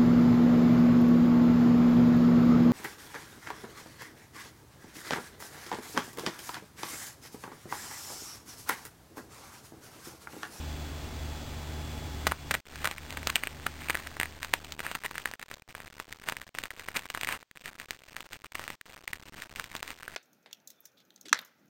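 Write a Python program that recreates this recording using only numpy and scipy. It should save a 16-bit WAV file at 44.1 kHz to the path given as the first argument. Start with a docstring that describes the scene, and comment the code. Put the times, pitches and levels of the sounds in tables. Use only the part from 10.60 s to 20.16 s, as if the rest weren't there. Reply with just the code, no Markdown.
"""Small magnetic steel balls pulled apart and kneaded by hand, close to a cheap microphone.
It opens on a low fan-like hum with hiss: wavering sines over filtered noise. From about 1.7 s damped
rings with a sharp tick make the dry snaps, fast showers of them the zips, and ticks, rattle and dull noise
the crackle of each squeeze, while the hum dips and fades. Toward the end the snaps grow fainter and sparser.
Coarse 8-bit steps at a quarter of the rate make the quiet parts gritty throughout."""
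import sys
import numpy as np
from scipy import signal
from scipy.fft import rfft, irfft, next_fast_len
from scipy.io import wavfile
from scipy.ndimage import uniform_filter1d, map_coordinates

SR = 44100
rng = np.random.default_rng(int(sys.argv[2]) if len(sys.argv) > 2 else 0)


def to_wav(sig):
    """Store sig (one row per channel, or 1-D mono) as 16-bit WAV at the path in sys.argv[1].

    Samples outside -1..1 are clipped; the rate is SR.
    """
    pcm = np.clip(np.atleast_2d(sig), -1, 1) * 32767
    pcm = np.round(pcm).astype(np.int16)
    wavfile.write(sys.argv[1], SR, pcm.T)  # frames by channels


N = 421596
TIME = np.arange(N) / SR  # s
HOLD = 4  # output samples for each sample of the recorder


def undb(db):
    """Decibels to gain."""
    return 10 ** (np.asarray(db) / 20)


def unit(x):
    """Scale to rms 1."""
    return x / np.sqrt(np.mean(x ** 2))


def gain_curve(rows):
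    """Gain at every sample from (t/s, level/dB) rows."""
    return undb(np.interp(TIME, *np.transpose(rows)))


def add(out, s, sound):
    """Mix a sound in at a time in seconds."""
    start = max(int(round(s * SR)), 0)
    part = sound[:max(N - start, 0)]
    out[start:start + len(part)] += part


def colour(x, points):
    """Filter by a spectrum of (f/Hz, level/dB) points, joined by straight lines over log frequency."""
    hz, db = np.transpose(points)
    size = next_fast_len(N + 4096)
    freqs = np.maximum(np.fft.rfftfreq(size, 1 / SR), 1)
    gain = undb(np.interp(np.log(freqs), np.log(hz), db))
    return irfft(rfft(x, size) * gain, size)[:N]


def wander(rate):
    """Smooth random drift with a spread near 1, from `rate` random knots per second."""
    knots = rng.standard_normal(int(N / SR * rate) + 4)
    return map_coordinates(knots, [TIME * rate], order=2, mode="nearest")


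def click(hz, t60_ms, hardness, size=512):
    """One collision: a hard contact tick, then a few cycles of the clump, damped by the fingers."""
    t = np.arange(size) / SR
    decay = 1000 ** (-t * 1000 / max(t60_ms, .5))
    wave = np.sin(2 * np.pi * hz * t) * decay
    wave[0] -= HOLD * hardness  # the tick is a single sample
    return wave


def patter(per_s, scatter_db, low_hz, high_hz, t60_ms, hardness, count=10):
    """Random small collisions of uneven size at many contacts, each with its own pitch; rms 1."""
    out = np.zeros(N)
    hits = max(int(per_s * N / SR / count), 1)
    for hz in np.geomspace(low_hz, high_hz, count):
        when, luck, side = rng.random((hits, 3)).T
        excess_db = scatter_db * np.minimum(-np.log(1 - luck), 3)  # few large blows, many small
        sizes = undb(excess_db) * np.sign(side - .5)  # either polarity
        blows = np.bincount((when * N).astype(int), sizes, N)
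        out += signal.oaconvolve(blows, click(hz, t60_ms, hardness))[:N]
    return unit(out)


def snaps(rattle_db=-21, rise_s=.0013, fade_s=.0035):
    """Balls jump together; a faint rattle swells for about a millisecond before each snap and fades after it."""
    # the snaps that stand out: [t/s, strength/dB, ring f/Hz, ring t60/ms, hardness: tick relative to ring]
    snap_rows = [(1.669, 0, 1420, 1.6, 0.47), (1.6735, -3.5, 814, 1.8, .3), (1.7144, -15.5, 1670, 2.3, 0.2),
                 (1.7202, -8.5, 1280, 3.8, 0.1), (1.9105, -6, 1650, 2.2, 0.3),
                 (1.9135, -13.5, 1820, 2.1, 1.6), (1.9415, -8.5, 1920, 1.9, .15),
                 (1.9509, -10.5, 2000, 3.4, .1), (2.158, -19.5, 1850, 1.5, 0.4),
                 (2.2452, -12, 990, 2.6, 0.9), (2.2556, -12.5, 1440, 6, .8), (2.274, -12, 1300, 3.5, 0.75),
                 (2.3129, -12.5, 2270, 1.4, .25), (2.382, -22.5, 2270, 5.1, 0.2),
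                 (2.5061, -18.5, 2700, 1.8, .5), (2.5257, -16.5, 1760, 1.1, 0.16),
                 (2.5722, -16.5, 1950, 2.7, 0.2), (2.6306, -20.5, 2270, 2.2, 0),
                 (2.6722, -9.5, 2940, 0.89, 1.94), (2.701, -10, 1500, 2.4, 1), (2.757, -3, 2880, 4.5, .5),
                 (2.7636, -11.5, 2390, 3.5, .3), (2.8361, -11.5, 2180, 3.9, 0), (2.8721, -12, 2560, 3.3, 0),
                 (3.0668, -13.5, 1530, 4.1, 0.36), (3.286, -18, 2440, 5.7, .1),
                 (3.2986, -6.5, 1590, 2.6, 0.27), (3.3049, -9, 2310, 4, 0), (3.3466, -14, 2100, 2.3, 0),
                 (3.3525, -13, 1850, 7, .3), (3.3724, -21.5, 1430, 4.8, 1), (3.4722, -19.5, 1810, 3.1, 0.7),
                 (3.568, -20.5, 1890, 1.8, -0.5), (3.5999, -4.5, 2470, 1.4, 0),
                 (3.6127, -13, 1850, 4.8, 0.35), (3.632, -11.5, 2010, 5, 0.2), (3.657, -21, 1960, 5, 0.2),
                 (3.8305, -15, 1640, 2.5, 0.8), (3.8474, -17, 1360, 2.2, 1), (3.938, 0, 1160, 2, 0.76),
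                 (4.0467, -13.5, 1760, 0.55, .25), (4.1223, -11, 3360, 0.97, 0.26),
                 (4.1935, -15, 2300, 2.2, 0), (4.204, -11, 2020, 1.1, 0), (4.2655, -18, 1670, 6.2, .3),
                 (4.3146, -11.5, 1180, 1.7, 0.4), (4.3516, -13.5, 1410, 2.6, 0.56),
                 (4.4371, -21, 1850, 4.9, 0.1), (4.4613, -18.5, 1940, 9.2, 0.6),
                 (4.5117, -19, 1170, 2.7, 0.5), (4.5552, -20, 1670, 3, .15), (4.5809, -14, 1590, 3.3, .6),
                 (4.6569, -11.5, 1775, 6, 0.25), (4.7138, -28, 695, 4, 2), (4.7373, -22.5, 1800, 5.9, 0.14),
                 (4.796, -21.5, 1730, 1.4, 0.2), (4.8278, -20.5, 1610, 2.5, 0.7),
                 (4.914, -19.5, 1940, 2.3, 0), (4.941, -24.5, 3470, 1.8, 1.5),
                 (5.1509, -19.5, 1650, 2.9, 0.2), (5.18, -29, 695, 3.7, .8), (5.203, -23.5, 1940, 2.7, 0),
                 (5.279, -28.5, 2310, 3.6, -0.5), (5.4, -14.5, 1300, 1.75, .2),
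                 (5.5262, -21.5, 1960, 4.7, 0.9), (5.6875, -8, 1870, 2, .3),
                 (5.6977, -15.5, 1290, 1.7, 0.9), (5.723, -10.5, 1270, 1.36, 0),
                 (5.768, -17, 2050, 2.5, 0.37), (5.816, -23, 1830, 3.7, 0.5), (5.95, -18, 2130, 1.4, 0.06),
                 (5.9867, -14, 1660, 3.8, 0.76), (6.0376, -13, 2040, 1.8, .5),
                 (6.056, -20.5, 1630, 2.8, .5), (6.106, -23.5, 1930, 7.2, .5),
                 (6.1963, -20.5, 1950, 1.4, .5), (6.2862, -13, 1900, 2.4, 0), (6.3656, -8, 2000, .8, .5),
                 (6.3699, -15, 2300, 5.2, 1.4), (6.393, -18.5, 3000, 1.8, 0.1), (6.456, -16, 1460, .9, 0),
                 (6.5018, -11.5, 1500, 0.97, 0.5), (6.5488, -13.5, 1550, 3, 0.33),
                 (6.575, -16, 1630, 2, 0.25), (6.612, -15.5, 2390, 3.7, .5), (6.6334, -9, 3090, 0.96, 0),
                 (6.647, -20, 1950, 7.8, 1.4), (6.6729, -14.5, 2220, 3.9, .25),
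                 (6.6891, -12.5, 1850, 1.8, 0.23), (6.725, -14, 2030, 3, .3),
                 (6.828, -27.5, 1670, 1.9, -0.15), (6.9125, -36, 1840, 5, 1),
                 (6.9729, -26, 2430, 2.7, -0.2), (7.0583, -22.5, 1820, 5.6, 0.7),
                 (7.0794, -19.5, 2050, 1.35, 0.3), (7.1995, -24.5, 1680, 5.8, 1.2),
                 (7.308, -21, 1720, 4.1, 2.5), (7.566, -18, 1710, 4, .6), (7.6064, -18, 2650, 1.6, 0.2),
                 (7.7322, -20, 2240, 1.9, 0.83), (7.8446, -24, 1290, 3.9, 0.5),
                 (7.9208, -28, 1600, 1.8, 0.5), (7.9533, -18.5, 1960, 5, 0.6),
                 (7.995, -17.5, 1115, 3.2, 0.43), (8.04, -22.5, 1850, 2, 0.4),
                 (8.0791, -18.5, 1670, 3.1, 0.4), (8.103, -13, 1510, 1.4, 0.18),
                 (8.2125, -29, 1730, 6, 0.9), (8.4779, -17, 2080, 6, 0.47),
                 (8.5325, -16.5, 1940, 6.6, 0.47), (8.686, -27, 2930, 1.5, 0),
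                 (8.8213, -24, 1770, 7.7, 1.1), (8.9603, -21, 2270, 2, .5), (8.9976, -16.5, 1390, 4.5, .9),
                 (9.042, -22, 1960, 2.3, 0.8), (9.152, -14, 1370, 1.44, .3), (9.1652, -17.5, 3570, 2.7, .5),
                 (9.2289, -17.5, 860, 2.3, 1.45), (9.2785, -25, 1680, 3.3, 1.4),
                 (9.3048, -16.5, 2270, 1.3, 0.25), (9.4313, -27, 1440, 5.4, .55),
                 (9.4797, -21, 1590, 7.8, 0.14)]
    blows, swell = np.zeros(N), np.zeros(N)
    t = TIME[:2048] - TIME[512]  # zero at the snap
    shape = np.exp(np.minimum(t / rise_s, -t / fade_s))
    for s, db, hz, t60_ms, hardness in snap_rows:
        add(blows, s, undb(db) * click(hz, t60_ms, hardness))
        add(swell, s + t[0], undb(db) * shape)
    rattle = patter(per_s=2500, scatter_db=3.5, low_hz=893, high_hz=3397, t60_ms=2.5, hardness=0.44)
    return blows + undb(rattle_db) * swell * rattle


def zips():
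    """A row closes ball after ball, too fast to tell the clicks apart."""
    # rows of balls closing in a quick run: [middle t/s, half-length/s, peak level/dB]
    zip_rows = [(1.719, .008, -35.5), (1.915, 0.004, -22.5), (1.945, .008, -25), (2.254, 0.014, -28.5),
                (2.574, 0.007, -37.5), (2.674, 0.0058, -31), (2.699, 0.0056, -28), (2.76, .011, -34.5),
                (3.067, 0.0058, -29), (3.301, 0.0063, -28.5), (3.934, 0.0035, -35), (4.253, .011, -36.5),
                (4.354, 0.0083, -32), (4.451, .01, -32.5), (5.686, 0.021, -38), (6.364, 0.013, -31),
                (7.953, .0075, -34.5)]
    swell = np.zeros(N)
    for s, length, db in zip_rows:
        shape = signal.windows.hann(int(2 * abs(length) * SR) + 3) ** .5
        add(swell, s - length, undb(db) * shape)
    return swell * patter(per_s=3200, scatter_db=3.0, low_hz=1113, high_hz=2910, t60_ms=3, hardness=0.3)


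def kneading(attack_s=0.011, release_s=0.015):
    """How hard the clump is worked: each squeeze builds, holds and dies away over the light handling."""
    # the fingers squeeze or pull the clump: [start t/s, length/s, effort level/dB]
    squeezes = [(1.66, 0.02, -52), (1.912, .06, -45), (2.211, .11, -42.5), (2.482, 0.054, -46),
                (2.68, .03, -41.5), (2.761, 0.093, -46), (3.207, 0.19, -44), (3.39, 0.12, -49),
                (3.61, 0.043, -47.5), (3.819, 0.027, -44), (4.237, .08, -41.5), (4.549, 0.07, -46.5),
                (4.656, 0.028, -46.5), (4.794, 0.041, -52), (4.906, 0.048, -53), (5.667, .06, -49.5),
                (5.97, 0.088, -51), (6.183, 0.044, -50), (6.348, 0.036, -37.5), (6.54, 0.18, -48),
                (6.685, 0.062, -34.5), (7.041, .05, -45), (7.187, 0.019, -47), (7.718, 0.035, -48),
                (7.986, 0.14, -50), (8.76, .08, -47), (8.959, .06, -47), (9.119, 0.079, -49),
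                (9.273, 0.038, -46)]
    # faint turning of the clump in the hands between squeezes: [t/s, effort level/dB]
    handling = [(1.55, -70), (1.65, -57.5), (2.0, -57), (2.2, -54), (4.2, -57.5), (5.1, -56.5),
                (6.6, -54.5), (6.85, -58.5), (7.3, -55.5), (9.56, -55.5)]
    power = gain_curve(handling) ** 2
    for start, length, db in squeezes:
        build = np.clip(1 + (TIME - start) / attack_s, 0, 1)  # complete at the start time
        release = np.exp(-np.clip((TIME - start - length) / release_s, 0, 20))
        power = power + (undb(db) * build * release) ** 2
    return np.sqrt(power)


def crackle(effort, crackle_db=-1.6, rub_db=-7, fits_db=1.0):
    """Balls roll and slip in fits: sparse ticks, a dense rattle when worked hard, the dull rub of skin."""
    dense = np.clip(effort / undb(-39), 0, 1)  # share of rattle
    ticks = patter(per_s=190, scatter_db=2.0, low_hz=1006, high_hz=2970, t60_ms=3.3, hardness=0.46)
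    rattle = patter(per_s=2400, scatter_db=1.36, low_hz=1190, high_hz=2932, t60_ms=3.4, hardness=0.33)
    skin = [(20, 1.5), (90, -.5), (300, -4.5), (900, -13), (5000, -27.5), (6000, -96)]  # (f/Hz, level/dB)
    rub = unit(colour(rng.standard_normal(N), skin))
    fits = unit(undb(fits_db * wander(60)))
    loose = fits * (ticks + undb(rub_db) * rub)
    return undb(crackle_db) * effort * (np.sqrt(1 - dense ** 2) * loose + dense * rattle)


def small_snaps(effort, small_db=-2, full_db=-52):
    """Single balls hop over at random; the magnets' pull, more than the fingers, limits how hard they land."""
    strength = np.minimum(effort, undb(full_db))
    hops = patter(per_s=34, scatter_db=1.3, low_hz=1400, high_hz=2504, t60_ms=3.4, hardness=.3)
    return undb(small_db) * strength * hops


def smear(x, smear_db=-18, t60_s=.016):
    """A short, bright noise tail softens each click."""
    t = TIME[:2048]
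    tail = np.diff(rng.standard_normal(len(t) + 1)) * np.exp(-np.log(1000) * t / t60_s)  # diff thins the bass
    tail = signal.sosfilt(signal.butter(2, 5000, fs=SR, output="sos"), tail)
    return x + undb(smear_db) * signal.oaconvolve(x, tail / np.linalg.norm(tail))[:N]


def room(x, wet_db=-19, t60_s=0.13):
    """Faint, short reflections from the desk and the walls, as dying noise after a 3 ms gap."""
    t = TIME[:8192]
    tail = rng.standard_normal(len(t)) * np.exp(-np.log(1000) * t / t60_s) * (t > .003)
    return x + undb(wet_db) * signal.oaconvolve(x, tail / np.linalg.norm(tail))[:N]


def hum(air_db=-41.5, drift_hz=1.1, waver_db=1.56):
    """Slightly unsteady motor lines over a rush of air, behind the balls."""
    # the hum dips a few times and fades: [t/s, gain level/dB]
    hum_level = [(0, -1.2), (1.72, -1), (1.75, -14.5), (1.88, -3.5), (2.06, -18.5), (2.22, -4.5),
                 (2.33, -18), (2.45, -8), (2.68, -5.5), (2.83, -17), (2.92, -9), (4.1, -14), (4.5, -22),
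                 (5.7, -19.5), (6.6, -22.5), (7.1, -25.5), (8, -20), (9.56, -21.5)]
    # rotation harmonics and whines, ahead of that gain: [mean f/Hz, rms level/dB]
    hum_lines = [(74.8, -39.5), (149.5, -48.5), (236, -53.5), (283, -55), (376, -59.5), (648, -63),
                 (847.8, -58.5), (3404.6, -58)]
    # spectrum shape of the rush of air: [f/Hz, relative level/dB]
    air = [(15, -14.5), (28, -4), (60, 0), (100, 0), (135, -6), (190, -11), (265, -6.5), (450, -13),
           (800, -13), (1150, -17.5), (3300, -21), (5400, -22.5)]
    rush = colour(rng.standard_normal(N), air + [(7000, -34.5), (12000, -79)])
    out = undb(air_db) * unit(rush)
    for hz, db in hum_lines:
        turns = np.cumsum(hz + drift_hz * wander(5)) / SR + rng.random()
        level = np.sqrt(2) * undb(db + waver_db * wander(6))  # peak from rms
        out += level * np.sin(2 * np.pi * turns)
    return out * gain_curve(hum_level)


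def lulls(depth_db=-17):
    """Gain that sinks during each lull."""
    # pauses in which the crackle and the hum drop back: [from t/s, to t/s]
    pauses = [(2.008, 2.05), (4.758, 4.81), (5.027, 5.07), (5.894, 5.94), (6.834, 6.94), (7.259, 7.276),
              (7.869, 7.92), (8.192, 8.25)]
    inside = sum((TIME > start) & (TIME < end) for start, end in pauses)
    return undb(depth_db * uniform_filter1d(np.minimum(inside, 1.), size=128))  # about 3 ms edges


def scene():
    """The balls, coloured and softened, close in front of the hum."""
    # colour of the hands and the microphone: (f/Hz, level/dB)
    hands = [(40, -5.5), (150, -1), (400, -1), (900, 0.0), (1300, -0.74), (1900, 0), (3200, -2), (5400, -1.5)]
    busy = lulls()
    effort = kneading()
    worked = busy * (crackle(effort) + small_snaps(effort))
    balls = colour(snaps() + zips() + worked, hands)
    return (room(smear(balls)) + busy * hum())[None]


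def suppress(x, open_db=-56, window_s=.012, most_db=4):
    """Noise suppressor: turns everything down a little whenever not much is happening above the bass."""
    upper = signal.sosfilt(signal.butter(2, 500, "high", fs=SR, output="sos"), x)
    power = uniform_filter1d(upper ** 2, int(window_s * SR) + 1)
    below_db = open_db - 10 * np.log10(np.maximum(power, 1e-12))
    return x * undb(-np.clip(below_db, 0, most_db))


def record(dry, ceiling=1.0, step=1 / 128, bias=.2, grit_db=-24, top_hz=16000):
    """Held 8-bit samples at a quarter of the rate: faint sound breaks into blips, mirrored into the treble."""
    slow = signal.resample_poly(suppress(dry), 1, HOLD, axis=-1)
    rounded = ceiling * np.tanh(slow / ceiling)  # the input stage rounds the hardest snaps
    stepped = step * np.round(rounded / step - bias)  # bias in steps
    # faint noise that follows the level of the sound
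    grit = undb(grit_db) * rng.standard_normal(stepped.shape) * stepped
    hiss = undb(-80) * rng.standard_normal(stepped.shape)
    held = np.repeat(stepped + grit + hiss, HOLD, axis=-1)
    return signal.sosfilt(signal.ellip(10, .1, 80, top_hz, fs=SR, output="sos"), held)


dry = scene()
out = record(dry)
to_wav(out)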